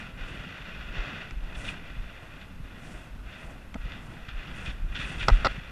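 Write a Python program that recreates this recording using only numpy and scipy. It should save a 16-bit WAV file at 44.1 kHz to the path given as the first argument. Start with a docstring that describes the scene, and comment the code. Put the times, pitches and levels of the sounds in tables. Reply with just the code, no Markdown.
"""Air rushes and hisses round a cased camera on the helmet of a rider galloping over grass.
Filtered noise in puffs, gusts and stride swells makes the wind, over a faint even wash.
Hooves and the horse's weight are dull decaying sines; tack scuffs, creaks and clicks.
The camera's mount knocks faintly on the way; at a jump over a straw-bale fence it jolts and
rattles twice, as bursts of crack noise and damped case modes."""
import sys
import numpy as np
from scipy import signal
from scipy.fft import rfft, irfft
from scipy.io import wavfile
from scipy.ndimage import uniform_filter1d

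SR = 44100
rng = np.random.default_rng(int(sys.argv[2]) if len(sys.argv) > 2 else 0)


def waveform_to_disk(signal):
    """Save audio, clipped to [-1, 1], as 16-bit WAV at the path in sys.argv[1]."""
    frames = np.transpose(np.atleast_2d(signal))
    scaled = np.clip(frames, -1, 1) * 32767
    samples = np.round(scaled).astype(np.int16)
    wavfile.write(sys.argv[1], SR, samples)


N = 251811
TIME = np.arange(N) / SR
BINS = np.fft.rfftfreq(N, 1 / SR)

# Peaks and dips of the air in the case.
# Each row: frequency in Hz, width in Hz, lift in dB.
CAVITY_RESONANCES = [(1427, 250, 4.5), (1953, 120, 4.5), (2247, 99, -12.5), (2510, 700, 7), (2817, 240, 1),
                     (3104, 104, -8.5), (3457, 830, 6), (3920, 110, -6.5), (4450, 1100, 3.5),
                     (5650, 150, 6.5)]
# Dips and crests of the horse's stride, with the air noise at each.
# Each row: dip in seconds, crest in seconds, buffeting in dB, roar in dB, hiss in dB,
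# half-length of the hiss in seconds, whoosh in dB.
STRIDE_CYCLES = [(-.4, 0, -50, -46, -64.5, .06, -60), (.18, .33, -46, -46.5, -67, .13, -59),
                 (.88, 1.08, -47, -46.5, -72, .15, -58), (1.45, 1.648, -43, -44, -51.5, .074, -50.5),
                 (2.0, 2.25, -43, -52, -76, .1, -55.5), (2.58, 2.92, -47, -49, -61.5, .115, -54.5),
                 (3.14, 3.45, -48, -50, -66, .12, -53.5), (3.8, 4.08, -41, -46.5, -70, .13, -53.5),
                 (4.38, 4.62, -42, -45, -61.5, .1, -59), (4.86, 5.09, -37, -42.5, -56.5, .125, -58),
                 (5.36, 5.31, -33, -43, -61, .21, -70)]


def gain_of(db):
    """Decibels to amplitude."""
    return 10 ** (np.asarray(db) / 20)


def evened(x):
    """Scales to an rms of one."""
    return x / np.sqrt(np.mean(x ** 2) + 1e-20)


def add(mix, start_s, sound):
    """Mixes a sound in at start_s, cut at the end of the mix."""
    part = mix[max(round(start_s * SR), 0):][:len(sound)]
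    part += sound[:len(part)]


def colour(x, spectrum, lift_db=0):
    """Filters x by a spectrum drawn over log frequency, to an rms of one."""
    hz, db = np.transpose(spectrum)
    shape_db = np.interp(np.log(BINS + 1), np.log(hz), db) + lift_db
    audible = BINS > 10
    return evened(irfft(rfft(x) * gain_of(shape_db) * audible, N))


def wander(rate_hz):
    """Slow random curve of unit rms, up to about rate_hz."""
    lowpass = 1 + (BINS / rate_hz) ** 2
    return evened(irfft(rfft(rng.standard_normal(N)) / lowpass, N))


def turbulence(flutter_db, rate_hz):
    """Noise that comes in puffs as eddies pass; flutter_db is the rms of the level."""
    return rng.standard_normal(N) * gain_of(flutter_db * wander(rate_hz))


def resonance_db(resonances):
    """Sums the peaks and dips of resonances into a response in dB."""
    return sum(db / (1 + (2 * (BINS - hz) / width_hz) ** 2) for hz, width_hz, db in resonances)


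def swells(times_s, levels_db, half_lengths_s):
    """Bell-shaped swells whose powers add."""
    bells = np.exp(-((TIME[:, None] - times_s) / half_lengths_s) ** 2)
    return np.linalg.norm(bells * gain_of(levels_db), axis=1)


def gusts():
    """Head wind: each gust rises, holds while its level drifts, and falls away."""
    # Each row: start in seconds, hold in seconds, level in dB, sag in dB per second.
    gust_rows = [(-.1, 0.11, -42, -2), (0.144, 0.73, -44.5, 0), (0.905, 0.33, -36, 20.5),
                 (1.369, 0.37, -53, -24), (1.81, 0.63, -48, 8), (2.593, 0.4, -54.5, -8),
                 (3.23, 0.18, -47.5, 17), (3.47, 0.091, -58, 0), (3.755, 0.18, -52, -34),
                 (4.05, 0.28, -54, -12), (4.326, 0.35, -45, 1.5), (4.85, 0.2, -51, -45),
                 (5.063, .19, -43, 1), (5.255, 0.28, -39.5, 7.5), (5.593, 0.13, -47.5, -2)]
    rise_s, fall_s = 0.064, 0.097
    power = np.zeros(N)
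    for start_s, hold_s, db, sag_db_per_s in gust_rows:
        t = TIME - start_s
        rise = np.clip(t / rise_s, 0, 1)
        fall = np.exp(-np.maximum(t - hold_s, 0) / fall_s)
        level = gain_of(db - sag_db_per_s * np.clip(t, 0, hold_s))
        power += (rise * fall * level) ** 2
    return np.sqrt(power)


def wind():
    """Gusts rush through the case's resonances; air buffets in dips, roars, whooshes and hisses at crests."""
    # Spectra of the five air noises, rush and whoosh before the case's resonances.
    # Each row: frequency in Hz, relative density in dB per Hz.
    rush_spectrum = [(150, -4.5), (400, -2.5), (650, -0.5), (950, -7), (1450, 1.5), (2700, -3), (3550, -9),
                     (4000, -16), (5500, -22), (7500, -26.5), (10000, -99)]
    hiss_spectrum = [(1500, -20), (4000, -4), (5200, -2), (7200, -1), (8500, -2.5), (9300, 1), (10500, -13),
                     (13000, -27)]
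    buffet_spectrum = [(10, 23), (24, 3), (42, 15), (68, 3.5), (105, -3), (250, -69)]
    roar_spectrum = [(40, -14), (78, 1.5), (170, 0.5), (280, -4), (420, -16.5), (700, -18), (1500, -18),
                     (4000, -94)]
    whoosh_spectrum = [(150, -16), (300, -3), (430, 0), (650, 6.5), (950, -3), (1400, -4.5), (2200, -4),
                       (4000, -44), (8000, -55)]
    calm_rush_db, calm_buffet_db, calm_roar_db = -60, -51, -51
    # half-lengths of the swells
    buffet_s, roar_s, whoosh_s = 0.29, 0.19, 0.22

    dip_s, crest_s, buffet_db, roar_db, hiss_db, hiss_s, whoosh_db = np.transpose(STRIDE_CYCLES)
    case_db = resonance_db(CAVITY_RESONANCES)

    rush_level = np.hypot(gusts(), gain_of(calm_rush_db))
    rush = rush_level * colour(turbulence(flutter_db=1.42, rate_hz=77), rush_spectrum, case_db)

    hiss_level = swells(crest_s, hiss_db, hiss_s)
    hiss = hiss_level * colour(turbulence(flutter_db=2.5, rate_hz=21), hiss_spectrum)

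    buffet_level = np.hypot(swells(dip_s, buffet_db, buffet_s), gain_of(calm_buffet_db))
    buffet = buffet_level * colour(turbulence(flutter_db=3.5, rate_hz=35), buffet_spectrum)

    roar_level = np.hypot(swells(crest_s, roar_db, roar_s), gain_of(calm_roar_db))
    roar = roar_level * colour(turbulence(flutter_db=1.5, rate_hz=7.8), roar_spectrum)

    whoosh_level = swells(crest_s, whoosh_db, whoosh_s)
    whoosh = whoosh_level * colour(turbulence(flutter_db=2.0, rate_hz=14), whoosh_spectrum, case_db)
    return rush + hiss + buffet + roar + whoosh


def background():
    """A faint even wash of steady noise under everything."""
    # Spectrum of the wash. Each row: frequency in Hz, relative density in dB per Hz.
    wash_spectrum = [(100, 0), (600, -3), (1400, -3), (3000, -10), (4500, -14.5), (7500, -19), (10000, -21),
                     (12300, -18.5), (13300, -26), (14400, -32)]
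    return gain_of(-58.5) * colour(rng.standard_normal(N), wash_spectrum)


def thud(hz, swell_s):
    """A low push whose swell peaks at swell_s and dies within a few cycles."""
    t = np.arange(SR // 4) / SR
    u = t / swell_s
    return u ** 2 * np.exp(2 * (1 - u)) * np.sin(2 * np.pi * hz * t)


def gallop():
    """Hooves thump the turf and the horse's weight lurches through the rider; the leap heaves hardest."""
    # Lurches of the strides and the jump. Each row: start in seconds, peak in dB, pitch in Hz.
    lurches = [(0.119, -41, 36), (0.2, -28.5, 29.4), (0.373, -35.5, 38.5), (.6, -39.5, 42.3),
               (0.785, -33.5, 45.4), (.885, -32, 32.4), (0.976, -22, 35.7), (1.31, -32, 38),
               (1.357, -27, 38), (1.412, -26, 33.7), (1.562, -28, 46.5), (1.658, -31.5, 35),
               (1.972, -28, 35), (2.935, -35, 41.5), (3.114, -40, 36.2), (3.257, -34, 47.5),
               (3.45, -35, 38.2), (3.53, -41, 42), (3.746, -33.5, 56), (3.78, -31, 32.2),
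               (3.834, -24.5, 39.7), (4.341, -26.5, 27.4), (4.676, -24.5, 48.3), (4.73, -30, 41),
               (4.816, -21, 31.8), (4.893, -23.5, 35), (5.029, -30.5, 41.5), (5.212, -32, 35),
               (5.306, -19.5, 74), (5.312, -7.5, 34.2), (5.386, -24, 42), (5.49, -29.5, 35.5)]
    # Separate hoof strikes on the turf, strong and faint.
    # Each row: start in seconds, peak in dB, pitch in Hz.
    placed_strikes = [(0.401, -37, 140), (.465, -36, 149), (0.599, -39.5, 148), (0.797, -38.5, 135),
                      (0.966, -30.5, 121), (1.071, -40, 150), (1.369, -41, 129), (1.672, -45, 133),
                      (1.965, -37, 140), (2.599, -32.5, 123), (2.91, -41, 185), (3.436, -38.5, 150),
                      (3.7516, -28, 214), (3.853, -33.5, 136), (4.166, -37, 141), (4.282, -32.5, 105),
                      (4.672, -31.5, 101), (4.839, -33, 119), (4.991, -30.5, 120), (5.097, -36, 139),
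                      (5.154, -36, 159), (5.212, -32.5, 118), (5.283, -19, 122), (5.453, -23.5, 92.5),
                      (5.578, -30, 140)]
    lurch_cycles = 0.72  # swell time as a share of a cycle
    beat_s, beat_db, beat_hz = 0.072, -44.5, 126.5

    out = np.zeros(N)
    for start_s, db, hz in lurches:
        add(out, start_s, gain_of(db) * thud(hz, lurch_cycles / hz))

    # four faint footfalls from each dip, scattered in time, level and pitch
    scattered_strikes = []
    for dip_s, *_ in STRIDE_CYCLES:
        if dip_s <= 0:
            continue
        for beat in range(4):
            a, b, c = rng.standard_normal(3)
            start_s = dip_s + beat * beat_s + 0.01163 * a
            scattered_strikes.append((start_s, beat_db + 2.0 * b, beat_hz * np.exp(0.2 * c)))
    for start_s, db, hz in [*placed_strikes, *scattered_strikes]:
        add(out, start_s, gain_of(db) * thud(hz, swell_s=0.0053))
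    return out


def tack():
    """Leather and cloth catch, then slide to rest in a short grainy rub that sticks and slips."""
    # Rubs of the tack, level ahead of a common lift and the catch.
    # Each row: start in seconds, level in dB, time to catch in seconds, decay time in seconds.
    scuffs = [(.965, -45, .004, 0.059), (1.545, -39.5, .004, 0.012), (1.643, -31, 0.019, 0.023),
              (1.676, -30.5, 0.008, 0.01), (2.399, -36.5, 0.014, 0.015), (3.318, -39.5, 0.021, 0.027),
              (3.91, -42.5, 0.023, 0.049), (4.2834, -37, 0.0015, 0.018), (4.649, -24, 0.024, 0.018),
              (4.69, -34, 0.007, 0.012), (4.947, -28.5, 0.0053, 0.016), (4.985, -32, 0.021, 0.053),
              (5.195, -24.5, 0.016, 0.022), (5.23, -27.5, 0.00085, 0.0043), (5.318, -30, 0.011, 0.012)]
    # Rub before the case's resonances. Each row: frequency in Hz, relative density in dB per Hz.
    rub_spectrum = [(300, -41), (950, -6), (1450, 5.5), (2700, 4), (3600, 1.5), (4200, -8.5), (7500, -19.5),
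                    (10000, -75)]
    lift_db = 1.5
    t = np.arange(SR // 4) / SR
    stroke = np.zeros(N)
    for start_s, db, catch_s, decay_s in scuffs:
        add(stroke, start_s, gain_of(db) * (1 - np.exp(-t / catch_s)) * np.exp(-t / decay_s))
    slips = gain_of(2.5 * wander(rate_hz=150))
    grains = slips * turbulence(flutter_db=4.0, rate_hz=1700)
    return gain_of(lift_db) * stroke * colour(grains, rub_spectrum, resonance_db(CAVITY_RESONANCES))


def mount(crack_t60_s=0.015, contact_s=0.00039):
    """Each contact cracks and rings the plastic case; quick runs of them make a rattle."""
    # Contacts in the camera mount. Each row: start in seconds, ring in dB, crack in dB,
    # corner in Hz above which the blow excites modes less.
    knocks = [(0.971, -37, -50, 1000), (3.7514, -38, -54, 500), (3.7556, -26.5, -51, 520),
              (3.7602, -26.5, -52, 560), (5.2829, -15.5, -11.5, 9000), (5.285, -18, -12, 1500),
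              (5.2898, -20.5, -30, 2500), (5.291, -13.5, -25, 1910), (5.2998, -18.5, -22, 2200),
              (5.447, -15.5, -20, 5000), (5.4498, -18, -21, 5500), (5.4545, -20, -21, 6000),
              (5.4573, -21, -24, 5500), (5.4596, -18.5, -27, 5500), (5.4651, -20, -28, 4000),
              (5.4688, -16, -20, 6000)]
    # Modes of case and mount, before the choke. Each row: frequency in Hz, level in dB, t60 in seconds.
    case_modes = [(260, -12, 0.14), (552, -5.5, 0.032), (655, -3, 0.029), (803, -9, 0.1), (890, -9, 0.048),
                  (1038, -6, 0.043), (1197, -3.5, 0.04), (1277, -2, 0.07), (1373, -11, 0.033),
                  (1990, -5.5, 0.057), (2390, -15.5, 0.029), (2790, -12, 0.034), (3590, -13.5, 0.024),
                  (4170, -10, 0.024), (4600, -9, 0.021), (5420, -17, 0.024), (7350, -19, 0.01)]
    # Crack of a contact. Each row: frequency in Hz, relative density in dB per Hz.
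    crack_spectrum = [(200, 5.5), (1200, 13.5), (1900, 0), (2400, 2), (3100, 2), (4300, -3.5), (5600, -3),
                      (6600, -14), (7700, -13), (9000, -36), (14000, -31)]
    # Pitches at which the case wall moves less. Each row: frequency in Hz, width in Hz, lift in dB.
    dead_bands = [(443, 53, -3.5), (1710, 200, -8.5), (2190, 130, -4), (3110, 200, -11), (6600, 910, -4)]
    settle_s = 0.008

    t = np.arange(SR // 12) / SR
    rise = 1 - np.exp(-(t / contact_s) ** 2)
    # friction chokes the ringing as the joint seats again
    choke = np.exp(-(t / settle_s) ** 2)
    modes = np.array([gain_of(db - 60 * t / t60_s) * np.sin(2 * np.pi * hz * t)
                      for hz, db, t60_s in case_modes])
    mode_hz = np.transpose(case_modes)[0]

    out, pressure = np.zeros(N), np.zeros(N)
    for start_s, ring_db, crack_db, corner_hz in knocks:
        # a soft blow reaches mainly the low modes
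        reach = 1 / np.hypot(1, (mode_hz / corner_hz) ** 2)
        add(out, start_s, gain_of(ring_db) * rise * choke * (reach @ modes))
        add(pressure, start_s, gain_of(crack_db - 60 * t / crack_t60_s) * rise)
    out += pressure * colour(rng.standard_normal(N), crack_spectrum)
    return irfft(rfft(out) * gain_of(resonance_db(dead_bands)), N)


def buckles(contact_s=0.00011, snap_db=-5, snap_t60_s=0.0092):
    """Loose hardware on the bridle clicks with a dry snap and a thin ring damped by its straps."""
    # Ticks of buckles and bit. Each row: start in seconds, level in dB.
    ticks = [(1.309, -46), (1.309, -35), (3.7425, -35), (3.7444, -33)]
    # Modes of the hardware. Each row: frequency in Hz, level in dB, t60 in seconds.
    buckle_modes = [(1320, -7, 0.022), (1960, -5, 0.009), (2330, 0, 0.011), (3280, -8, 0.0082),
                    (5760, -7, 0.0042)]
    # Snap of metal on metal. 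Each row: frequency in Hz, relative density in dB per Hz.
    snap_spectrum = [(300, -5), (1200, 2), (3400, -5), (4400, -10), (6000, -6), (8000, -13), (10000, -35)]
    t = np.arange(SR // 20) / SR
    rise = 1 - np.exp(-t / contact_s)
    ring = np.zeros(len(t))
    for k, (hz, db, t60_s) in enumerate(buckle_modes):
        # neighbouring modes swing opposite ways
        ring += (-1) ** k * gain_of(db - 60 * t / t60_s) * np.sin(2 * np.pi * hz * t)

    out, pressure = np.zeros(N), np.zeros(N)
    for start_s, db in ticks:
        add(out, start_s, gain_of(db) * rise * ring)
        add(pressure, start_s, gain_of(db + snap_db - 60 * t / snap_t60_s) * rise)
    return out + pressure * colour(rng.standard_normal(N), snap_spectrum)


def creaks():
    """Stretched leather slips for a few milliseconds: a sine with jittered pitch, a gritty squeak."""
    # Short creaks. Each row: start in seconds, peak in dB, mean pitch in Hz.
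    creak_rows = [(1.678, -35, 2890), (1.685, -30.5, 2550), (4.663, -35, 2560), (5.001, -38, 2640),
                  (5.048, -33, 2550)]
    swell_s = 0.0035
    t = np.arange(SR // 20) / SR
    u = t / swell_s
    out = np.zeros(N)
    for start_s, db, hz in creak_rows:
        jitter = evened(uniform_filter1d(rng.standard_normal(len(t)), size=24))
        turns = np.cumsum(hz * (1 + 0.062 * jitter)) / SR
        add(out, start_s, gain_of(db) * u * np.exp(1 - u) * np.sin(2 * np.pi * turns))
    return out


def scene():
    """One microphone in the case feeds both channels."""
    mono = wind() + background() + gallop() + tack() + mount() + buckles() + creaks()
    return np.array([mono, mono])


def record(dry):
    """The recorder's band limit: a linear-phase low-pass."""
    edge_hz = 14450
    lowpass = signal.firwin(511, edge_hz, window=("kaiser", 9), fs=SR)
    return signal.oaconvolve(dry, lowpass[None], "same")


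dry = scene()
out = record(dry)
waveform_to_disk(out)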